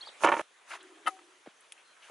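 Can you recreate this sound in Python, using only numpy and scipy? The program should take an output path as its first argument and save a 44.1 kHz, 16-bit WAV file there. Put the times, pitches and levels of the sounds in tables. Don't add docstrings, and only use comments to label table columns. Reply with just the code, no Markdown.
import sys
import numpy as np
from scipy import signal
from scipy.fft import rfft, irfft
from scipy.io import wavfile
from scipy.ndimage import uniform_filter1d

SR = 44100
rng = np.random.default_rng(int(sys.argv[2]) if len(sys.argv) > 2 else 0)


def ratio(d):
    e = np.asarray(d, float) / 20
    return 10 ** e


def wrap_up_sound(samples):
    columns = np.atleast_2d(samples).T
    tamed = np.clip(columns, -1, 1)
    steps = np.round(tamed * 32767).astype(np.int16)
    wavfile.write(sys.argv[1], SR, steps)


N = 92610
T = np.arange(N) / SR

# start in seconds, peak in dB, favoured frequency in Hz.
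TILE_KNOCKS = [(.205, -39.5, 910), (.215, -37.5, 1100), (.222, -31, 1020), (.229, -36, 900),
               (.2355, -11, 1190), (.241, -12.5, 1900), (.2445, -8, 1100), (.2495, -17, 1270),
               (.253, -17, 1100), (.262, -11.5, 1180), (.272, -13, 1500), (.278, -16.5, 1050),
               (.286, -15, 1500), (.291, -19.5, 1420), (.297, -19, 990), (.307, -26, 800),
               (.3175, -17, 1250), (.322, -12.5, 1720), (.3262, -17, 864), (.334, -20.5, 1000),
               (.339, -15.5, 1260), (.351, -25.5, 1500), (.3665, -20, 960), (.375, -27, 780),
               (.386, -29, 1910), (.3935, -19, 850), (.400, -31, 670), (.407, -29, 910), (.412, -25.5, 680)]
# frequency in Hz, level in dB, t60 in seconds.
TILE_MODES = [(324.5, -0.5, 0.16), (587, -1, .07), (718, -12.5, 0.11), (846, -6, .05), (932, -1.5, 0.058),
              (1100, 2.5, 0.02), (1280.5, -5.5, 0.066), (1411, -4, 0.037), (1780, -6, .04),
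              (2320, -5, 0.031), (2620, -10, 0.012), (3050, -13.5, 0.037), (3870, -16, .025)]
# frequency in Hz, density in dB per Hz.
TILE_GRIT = [(150, -24), (350, -6.5), (950, -10.5), (2800, -14), (3700, -28), (6000, -47.5)]
# start in seconds, peak in dB, favoured frequency in Hz.
SHARD_KNOCKS = [
    (1.058, -35.5, 520),
    (1.0635, -28, 3050),
    (1.0695, -18.5, 1560),
    (1.073, -15.5, 1290),
    (1.079, -21, 1260),
    (1.0845, -23.5, 760),
    (1.086, -33.5, 2700),
    (1.166, -52, 760),
    (1.19, -43, 1300),
]
# frequency in Hz, level in dB, t60 in seconds.
SHARD_MODES = [(322, -8.5, 0.064), (550, -8.5, 0.032), (759, -7, 0.096), (916, -4, .035), (1261, 3, 0.042),
               (1500, -7, 0.027), (1794, -7.5, 0.034), (2020, -1.5, 0.027), (757, -21.5, 0.33),
               (2700, -7.5, 0.054), (3030, -7, 0.048)]
# frequency in Hz, density in dB per Hz.
SHARD_GRIT = [(200, -23), (1270, 4), (3000, -19), (3600, -9), (7500, -37.5), (11000, -10.5)]
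# start in seconds, peak in dB, centre in Hz, t60 in seconds.
TICKS = [(.071, -40.5, 935, .03), (.088, -46.5, 560, 0.037), (0.805, -48, 3270, 0.09),
         (.829, -48, 8400, 0.019), (0.249, -27.5, 6400, .012), (.271, -34, 5840, 0.0086),
         (0.291, -36, 5840, 0.0073), (.38, -45, 6200, 0.023), (1.08, -27.5, 10400, 0.004),
         (1.084, -47, 10800, 0.01), (1.08, -54, 4300, 0.02), (1.4615, -43.5, 560, 0.039),
         (2.022, -49, 2640, 0.31), (1.472, -37, 280, 0.02), (1.608, -49.5, 10550, .03),
         (1.7215, -37.5, 3220, .012), (1.7215, -37, 10100, 0.028), (1.7218, -40.5, 2270, 0.011),
         (1.7215, -46.5, 6740, 0.036), (1.778, -50, 2380, 0.18), (2.0975, -39.5, 500, 0.077),
         (2.086, -53, 950, 0.018)]
# start in seconds, length in seconds, first Hz, last Hz, level in dB.
BIRD_NOTES = [
    (.008, 0.0062, 3540, 4430, -47.5),
    (.013, 0.0088, 4330, 4310, -44),
    (0.024, 0.015, 3140, 3400, -46),
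    (.04, .021, 3410, 4350, -57.5),
    (.058, 0.018, 4370, 4800, -51.5),
    (0.0752, .005, 4500, 3100, -47.5),
    (0.079, .018, 4930, 2840, -51.5),
    (.082, 0.011, 3780, 3820, -51.5),
    (1.84, 0.099, 4180, 4105, -73),
    (1.559, 0.035, 6360, 6350, -75),
]
# time in seconds, level in dB.
DOVE_LEVEL = [(.72, -69), (.85, -59), (1.0, -62), (1.3, -67), (1.42, -79)]
# time in seconds, level in dB.
RUSTLES = [
    [(.66, -65.5), (.704, -51), (.71, -41), (.757, -43.5), (.775, -57), (.8, -57), (.93, -67.5), (1.0, -73)],
    [(1.445, -89), (1.46, -57.5), (1.51, -65)],
    [(2.0, -72), (2.04, -60), (2.1, -58.5)],
]
# frequency in Hz, density in dB per Hz.
CLOTH_SPECTRUM = [(500, -19.5), (950, -5.5), (1300, -3.5), (2100, -6.5), (3000, -11.5), (5000, -24)]
# time in seconds, level in dB.
DUST_LEVEL = [(.195, -62), (.23, -41.5), (.25, -35), (.268, -53.5), (.415, -49.5), (.418, -67.5),
              (.65, -76), (.7, -51.5), (.76, -53), (.785, -70), (1.055, -71), (1.075, -46), (1.1, -58.5),
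              (1.2, -72), (1.25, -69.5), (2.0, -72), (2.035, -61.5)]
# frequency in Hz, density in dB per Hz.
DUST_SPECTRUM = [(1800, -15.5), (3200, -2), (5000, -5.5), (6300, 2), (7800, -5.5), (10300, -2)]
# frequency in Hz, density in dB per Hz.
AIR_SPECTRUM = [(40, -40.5), (200, -27.5), (400, -8.5), (1350, -6), (3200, -9), (5000, -19.5),
                (6300, -17.5), (8000, -19.5), (11000, -21)]
# frequency in Hz, left-right correlation.
AIR_LIKENESS = [(60, 1), (830, 0.48), (11600, 0.93)]
# time in seconds, gain in dB.
AIR_SWELL = [(.41, 8.5), (.45, 0), (.7, 2.5), (.95, 3.5), (1.2, 3), (1.4, 0.5), (1.8, 2)]
# time in seconds, left over right in dB.
HANDS_PAN = [(.415, -3), (.43, 0.5), (1.0, 2), (1.06, 5), (1.3, 1)]


def evened(x):
    return x / np.sqrt(np.mean(x ** 2) + 1e-20)


def read(points, hz):
    f, value = np.transpose(points)
    return np.interp(np.log(hz + 1), np.log(f + 1), value)


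def colour(x, points):
    gain = ratio(read(points, np.fft.rfftfreq(len(x), 1 / SR)))
    return evened(irfft(rfft(x) * gain, len(x)))


def envelope(rows, **ends):
    return ratio(np.interp(T, *np.transpose(rows), **ends))


def add(mix, start_s, sound):
    part = mix[..., round(start_s * SR):][..., :len(sound)]
    part += sound[:part.shape[-1]]


def sides(x, pan_db):
    return x * ratio(np.array([[.5], [-.5]]) * pan_db)


def widened(mid, side):
    return mid + np.array([[1], [-1]]) * side


def band(x, hz, width_hz):
    b, a = signal.iirpeak(min(hz, 20000), max(hz / width_hz, .3), SR)
    return signal.lfilter(b, a, x)


def low_cut(x):
    return signal.sosfilt(signal.butter(3, 161, "high", fs=SR, output="sos"), x)


def knocks(rows, modes, grit, grit_db, grit_t60_s):
    rise_s, spread_db, focus_db, detune = 0.00094, 2.2, 4.5, 0.0058
    out, t = np.zeros(N), np.arange(8192) / SR
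    hz, db, t60_s = np.transpose(modes)[:, :, None]
    for start_s, peak_db, near_hz in rows:
        phase, level, pitch = rng.standard_normal((3, 14, 1))[:, :len(modes)]
        crunch = colour(rng.standard_normal(len(t)), grit)
        focus = focus_db * np.log2(hz / near_hz) ** 2
        size = ratio(db + spread_db * level - focus - 60 * t / t60_s)
        ring = (size * np.sin(2 * np.pi * hz * (1 + detune * pitch) * t + 2 * phase)).sum(0)
        hit = ring / abs(ring).max() + crunch * ratio(grit_db - 60 * t / grit_t60_s)
        add(out, start_s, ratio(peak_db) * np.minimum(t / rise_s, 1) * hit)
    return out


def tile():
    return low_cut(knocks(TILE_KNOCKS, TILE_MODES, TILE_GRIT, grit_db=-11, grit_t60_s=.04))


def shard():
    return low_cut(knocks(SHARD_KNOCKS, SHARD_MODES, SHARD_GRIT, grit_db=-12, grit_t60_s=0.051))


def ticks():
    out, t = np.zeros(N), np.arange(4096) / SR
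    for start_s, peak_db, hz, t60_s in TICKS:
        width_hz = 246 + 0.28 * hz
        puff = rng.standard_normal(len(t)) * ratio(-60 * t / t60_s)
        puff = band(band(puff, hz, width_hz), hz, width_hz)
        add(out, start_s, ratio(peak_db) * puff / abs(puff).max())
    return low_cut(out)


def rustle():
    grains_per_s, grain_db, grain_cycles, pitches = 6000, 2.2, 12, 24
    size = ratio(grain_db * np.minimum(rng.exponential(1, N), 4))
    size = size * (rng.random(N) < grains_per_s / SR)
    kind, near = rng.integers(0, pitches, N), np.zeros(N)
    for k, hz in enumerate(np.geomspace(350, 5000, pitches)):
        cycle = np.arange(0, grain_cycles, hz / SR)
        grain = np.sin(np.pi * cycle / grain_cycles) ** 2 * np.sin(2 * np.pi * cycle)
        grain = grain * hz * ratio(read(CLOTH_SPECTRUM, hz))
        near += signal.oaconvolve(size * (kind == k), grain)[:N]
    near = evened(near) * sum(envelope(rows, left=-120, right=-120) for rows in RUSTLES)
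    return widened(near, 0.16 * np.roll(near, 9))


def dust():
    mid, side = (colour(noise, DUST_SPECTRUM) for noise in rng.standard_normal((2, N)))
    return widened(mid, 0.56 * side) * envelope(DUST_LEVEL, left=-120)


def birds():
    pan_db, echo_db, echo_t60_s = 1, -7, 0.22
    out = np.zeros(N)
    for start_s, length_s, from_hz, to_hz, db in BIRD_NOTES:
        u = np.arange(0, length_s, 1 / SR) / length_s
        cycles = np.cumsum(from_hz + (to_hz - from_hz) * u) / SR
        add(out, start_s, ratio(db + 4) * np.sin(np.pi * u) ** 0.35 * np.sin(2 * np.pi * cycles))
    tail = rng.standard_normal((2, 16384)) * ratio(-60 * T[:16384] / echo_t60_s)
    echo = signal.fftconvolve(out[None], tail / np.linalg.norm(tail[0]), axes=1)[:, :N]
    return sides(out, pan_db) + ratio(echo_db) * echo


def dove():
    tone = rng.standard_normal(N)
    for _ in range(4):
        tone = band(tone, hz=353, width_hz=144)
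    return evened(tone) * envelope(DOVE_LEVEL, left=-120, right=-120)


def air():
    air_db, patch_db = -63, 2.0
    frames, hz = N // 128 + 5, np.fft.rfftfreq(512, 1 / SR)
    a, b, c, d, patches = rng.standard_normal((frames, 257, 5)).T
    patches = evened(uniform_filter1d(uniform_filter1d(patches, 5, 0), 16, 1))
    same = np.clip(read(AIR_LIKENESS, hz), -1, 1)[:, None]
    left = a + 1j * b
    right = same * left + np.sqrt(1 - same ** 2) * (c + 1j * d)
    z = np.array([left, right]) * ratio(read(AIR_SPECTRUM, hz)[:, None] + patch_db * patches)
    noise = signal.istft(z, nperseg=512, noverlap=384)[1][:, :N]
    return evened(noise) * ratio(air_db) * envelope(AIR_SWELL)


def scene():
    cut_s, cut_db, fade_s = .4156, -24.5, 0.022
    pan_db = np.interp(T, *np.transpose(HANDS_PAN))
    mic = signal.firwin(255, 11020, window=("kaiser", 7), fs=SR)
    fade = ratio(cut_db) * np.clip(1 - (T - cut_s) / fade_s, 0, 1)
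    cut = np.where(T < cut_s, 1, fade)
    clatter = cut * signal.oaconvolve(tile(), mic, "same")
    hands = sides(shard() + ticks() + rustle() + dust(), pan_db)
    mix = hands + birds() + dove() + air()
    return signal.oaconvolve(mix, mic[None], "same") + sides(clatter, pan_db)


def band_limit(x):
    return signal.sosfilt(signal.butter(12, 12160, fs=SR, output="sos"), x)


def record(dry):
    return band_limit(dry)


dry = scene()
out = record(dry)
wrap_up_sound(out)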